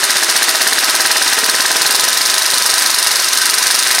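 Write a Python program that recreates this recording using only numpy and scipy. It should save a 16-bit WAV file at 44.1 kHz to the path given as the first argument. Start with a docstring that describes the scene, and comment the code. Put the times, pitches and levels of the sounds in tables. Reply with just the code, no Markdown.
"""Hard, bright hammering, close up: a cordless impact wrench works without pause at a stuck manifold bolt.
Each blow is a dull knock, a steel strike with a second contact, and a rebound. The blows quicken from
15 to 25 a second and the knock weakens halfway. The bare engine's castings ring under the gears' whirr,
with a cluttered workshop behind. The pickup is nearly mono; a fast limiter ducks under each strike."""
import sys
import numpy as np
from scipy import signal
from scipy.fft import rfft, irfft
from scipy.io import wavfile
from scipy.ndimage import uniform_filter1d

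SR = 44100
rng = np.random.default_rng(int(sys.argv[2]) if len(sys.argv) > 2 else 0)


def generate_wav(signal):
    """Clip the signal to [-1, 1] and save it as 16-bit WAV at the path in sys.argv[1]."""
    frames = np.transpose(np.atleast_2d(signal))
    scaled = np.clip(frames, -1, 1) * 32767
    pcm = np.round(scaled).astype(np.int16)
    wavfile.write(sys.argv[1], SR, pcm)


N = 176400
TIME = np.arange(N) / SR


def steel_contacts(blows):
    """Up front, each contact sets off a dense, fast-dying clash of hammer, anvil and socket."""
    # contacts within one blow: (delay after the strike [s], timing scatter [s], level [dB],
    # level scatter [dB], decay time [s], treble tilt [dB/octave])
    contacts = [(-.0042, 0.00024, -7, -5.2, 0.001, -3.5), (0, 0.00013, 3, 0.8, 0.00062, -0.87),
                (.0017, .0003, -2.5, -0.5, 0.004, 1), (0.0115, 0.00036, -7, 1.6, 0.002, 3),
                (0.0187, 0.0019, -16.5, 3, 0.0046, 6.5)]
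    # colour of struck steel: (frequency [Hz], level [dB])
    steel_colour = [(40, -45), (170, -34), (330, -29), (700, -14.5), (1200, -12), (1700, -6.5),
                    (2400, -12.5), (3200, -11.5), (4150, 1.5), (4600, -1), (5200, 0), (6300, -3),
                    (7600, -11.5), (8500, -5), (9000, -8.5), (9500, -0.5), (10900, -13.5), (11500, -8),
                    (12400, -21), (13500, -10), (15700, -22.5)]
    usual_gap_s = .047
    stretch = (np.gradient(blows) / usual_gap_s) ** .3  # slower blows rebound later
    clash = 0
    for delay, scatter, db, scatter_db, decay, tilt_db in contacts:
        jitter, force = rng.standard_normal((len(blows), 2)).T
        times = blows + delay * (stretch if delay > 0 else 1) + scatter * jitter
        hits = clicks(times, from_db(db + scatter_db * force))
        envelope = signal.lfilter([1], [1, -np.exp(-1 / (decay * SR))], hits + 1e-18)
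        clash += colour(envelope * rng.standard_normal(N), steel_colour, tilt_db)
    return clash


def knocks(blows, knock_db):
    """The tool's body thumps and knocks just ahead of each strike; being small, it radiates little bass."""
    # modes of the body: (frequency [Hz], level [dB], t60 [s], lead before the strike [s])
    tool_modes = [(80, -35, .014, 0.0123), (282, -18, 0.027, .0095), (365, -18, 0.015, 0.00876),
                  (714, -17, 0.022, 0.00581), (1020, -15, .012, 0.00565), (1567, -2.5, 0.0099, .0054),
                  (1870, -2, 0.0094, .0054)]
    body = 0
    for k, (hz, db, t60, lead) in enumerate(tool_modes):
        scatter_db = 1.5 * rng.standard_normal(len(blows))
        hits = clicks(blows - lead, from_db(db + knock_db + scatter_db))
        body += (-1) ** k * ring(hits, hz, t60)
    return signal.sosfilt(signal.butter(1, 230, "high", fs=SR, output="sos"), body)


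def cam(blows, knock_db):
    """The cam's grinding swells and fades as it winds up the hammer for each blow."""
    # colour of the grinding: (frequency [Hz], level [dB])
    cam_colour = [(40, -39), (150, -21), (330, -7.5), (600, -3.5), (1000, -0.5), (1700, -7.5), (2600, -2),
                  (5000, -6), (12000, -19)]
    lead_s, width_s, follows_knock = .009, .0072, .76
    coarse_time = TIME[::20]
    swells = sum(from_db(follows_knock * db) * np.exp(-.5 * ((coarse_time - at + lead_s) / width_s) ** 2)
                 for at, db in zip(blows, knock_db))
    grinding = np.interp(TIME, coarse_time, swells) * rng.standard_normal(N)
    return from_db(-17) * colour(grinding, cam_colour)


def engine(blows, knock_db):
    """Under the tool, every blow rings the castings anew and the running wrench keeps shaking them."""
    # modes of the castings and socket: (frequency [Hz], level [dB], t60 [s])
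    engine_modes = [(280.6, -41, 0.16), (343, -36, 0.23), (382.7, -30, 0.12), (646, -29.5, 0.23),
                    (768, -29, 0.14), (991, -23.5, 0.1), (1020.6, -23, 0.084), (1276, -22, 0.12),
                    (1540, -20.5, 0.089), (1754, -32, .11), (1874, -22, 0.087), (2006, -27, 0.078),
                    (2780, -25, 0.1), (3630, -25, 0.21), (3880, -30, 0.097), (4420, -53, 0.067),
                    (4580, -50, 0.087), (4500, -24, 0.13), (4940, -29, 0.24), (5096, -20.5, 0.14),
                    (5240, -29, 0.097), (5500, -43, 0.1), (8500, -24, 0.11), (8600, -31, 0.14),
                    (9200, -44, .05)]
    scatter_cycles, scatter_db, shake_db = .11, 2.5, -38
    castings = 0
    for k, (hz, db, t60) in enumerate(engine_modes):
        jitter, force = rng.standard_normal((len(blows), 2)).T
        weight_db = knock_db * (hz < 840)  # only the low modes follow the knock
        struck = clicks(blows + scatter_cycles / hz * jitter, from_db(weight_db + scatter_db * force))
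        shaken = from_db(shake_db) * rng.standard_normal(N)
        castings += (-1) ** k * from_db(db) * ring(struck + shaken, hz, t60)
    return signal.sosfilt(signal.butter(2, 220, "high", fs=SR, output="sos"), castings)


def gears():
    """Between the blows, the gear train and the loose socket keep up a grainy whirr."""
    # colour of the whirr: (frequency [Hz], level [dB])
    whirr_colour = [(40, -50), (160, -43), (215, -13.5), (290, -17), (365, -5), (500, -12.5), (800, -6.5),
                    (1100, -1.5), (1600, 4), (2400, -0.5), (3250, -3), (3800, 1.5), (5200, 1), (6500, -0.5),
                    (7600, -4.5), (8500, 1), (9600, -5), (11300, -6), (12400, -15.5), (13600, -12),
                    (15700, -27)]
    # the whirr's midrange against its treble: (time [s], level [dB])
    mids_level = [(0, 2), (.8, 1), (1.7, 0), (2.3, 0), (3.1, 1), (4, -1.5)]
    grain_s, rough_db, split_hz = .002, 2, 1700
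    knots = np.arange(0, TIME[-1] + grain_s, grain_s)
    grain = np.interp(TIME, knots, rng.standard_normal(N)[:len(knots)])
    whirr = from_db(-17.5) * colour(from_db(rough_db * grain) * rng.standard_normal(N), whirr_colour)
    mids = signal.sosfiltfilt(signal.butter(2, split_hz, fs=SR, output="sos"), whirr)
    mids_gain = from_db(np.interp(TIME, *np.transpose(mids_level)))
    return whirr + (mids_gain - 1) * mids


def workshop(x):
    """Farther back, the clutter returns a short, dense reverberation to the microphone."""
    # colour of the reverberation: (frequency [Hz], level [dB])
    room_colour = [(100, -5.5), (400, 11), (1000, 4.5), (1800, 5), (3000, 14), (4500, -5.5), (8000, 3),
                   (11000, -8.5), (15000, -3.5)]
    t60_s, delay_s = .67, .014
    t = TIME[:SR]
    tail = rng.standard_normal(SR) * np.exp(-np.log(1000) * t / t60_s) * (t > delay_s)
    reverberation = signal.fftconvolve(x, tail / np.linalg.norm(tail))[:N]
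    return from_db(-10) * colour(reverberation, room_colour)


def limiter(x):
    """The recorder's gain ducks just ahead of each peak and recovers between blows."""
    threshold_db, share, ahead_s, release_db_per_s = -.5, .57, .0008, 442
    peak_db = 20 * np.log10(np.abs(x).max(axis=0) + 1e-9)
    over_db = np.maximum(peak_db - threshold_db, 0)
    ramp = release_db_per_s * TIME
    held_db = np.maximum.accumulate(over_db + ramp) - ramp
    smoothed_db = uniform_filter1d(np.interp(TIME + ahead_s, TIME, held_db), size=45)
    return x * from_db(-share * smoothed_db)


def from_db(db):
    """Decibels to gain."""
    return 10 ** (np.asarray(db) / 20)


def clicks(times, sizes):
    """One click of the given size at each time."""
    out, at = np.zeros(N), np.round(times * SR).astype(int)
    inside = (at >= 0) & (at < N)
    np.add.at(out, at[inside], sizes[inside])
    return out


def colour(x, spectrum, tilt_db=0, size=2048):
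    """Causal filter of the given spectrum, tilted per octave; white noise keeps its power."""
    hz, db = np.transpose(spectrum)
    octave = np.log2(np.maximum(np.fft.rfftfreq(size, 1 / SR), 1))
    gain = from_db(np.interp(octave, np.log2(hz), db + tilt_db * np.log2(hz / hz[0])))
    cepstrum = irfft(np.log(gain))
    cepstrum[1:size // 2] *= 2  # minimum phase keeps attacks sharp
    cepstrum[size // 2 + 1:] = 0
    response = irfft(np.exp(rfft(cepstrum)))
    return signal.fftconvolve(x, response / np.linalg.norm(response))[:len(x)]


def ring(x, hz, t60):
    """One damped mode: a unit click starts a sine of height 1."""
    radius, angle = np.exp(-np.log(1000) / (t60 * SR)), 2 * np.pi * hz / SR
    return signal.lfilter([0, np.sin(angle)], [1, -2 * radius * np.cos(angle), radius ** 2], x + 1e-18)


def scene():
    """Wrench, engine and room close to the microphone, nearly mono."""
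    # the hammer strikes the anvil: (time [s])
    blow_times = [0.038, 0.1035, 0.168, 0.2321, 0.2975, 0.3623, 0.427, 0.4894, 0.5544, 0.616, 0.6733, 0.731,
                  0.7878, 0.8418, 0.896, 0.9501, 1.0046, 1.0592, 1.1131, 1.1679, 1.2226, 1.2768, 1.3314,
                  1.3866, 1.4415, 1.4959, 1.5506, 1.6055, 1.66, 1.7146, 1.7658, 1.8175, 1.8626, 1.9072,
                  1.9517, 1.9957, 2.0397, 2.084, 2.129, 2.1719, 2.215, 2.2589, 2.2983, 2.3403, 2.3805,
                  2.4209, 2.4607, 2.5014, 2.5403, 2.5804, 2.622, 2.6604, 2.699, 2.739, 2.7798, 2.8209,
                  2.8605, 2.9013, 2.9438, 2.9848, 3.0268, 3.0695, 3.1137, 3.1562, 3.1994, 3.2434, 3.285,
                  3.33, 3.3732, 3.4164, 3.4557, 3.497, 3.5396, 3.5821, 3.6258, 3.6672, 3.7083, 3.7484,
                  3.7891, 3.831, 3.8711, 3.9104, 3.948, 3.988]
    # strength of the knock that leads each strike: (time [s], level [dB])
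    knock_level = [(0, -2), (.6, -1), (1.2, -0.5), (1.8, -1), (1.95, -8), (2.4, -7), (3.2, -13.5),
                   (4, -7.5)]
    # colour of a very faint left-right difference: (frequency [Hz], level [dB])
    side_colour = [(60, 36), (250, 19.5), (1000, -1), (2200, -32.5), (4500, 4.5), (9000, -8), (15000, 6)]
    blows = np.ravel(blow_times)
    knock_db = np.interp(blows, *np.transpose(knock_level))
    wrench = steel_contacts(blows) + knocks(blows, knock_db) + cam(blows, knock_db)
    mid = wrench + engine(blows, knock_db) + gears() + workshop(wrench)
    side = from_db(-27) * colour(workshop(mid), side_colour)
    return np.array([mid + side, mid - side])


def record(dry):
    """The recorder limits the strikes, rounds their peaks and cuts the highest treble."""
    ceiling, cutoff_hz = .95, 15800
    held = limiter(dry)
    rounded = held / (1 + (held / ceiling) ** 6) ** (1 / 6)
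    return signal.sosfilt(signal.ellip(12, .1, 80, cutoff_hz, fs=SR, output="sos"), rounded)


dry = scene()
out = record(dry)
generate_wav(out)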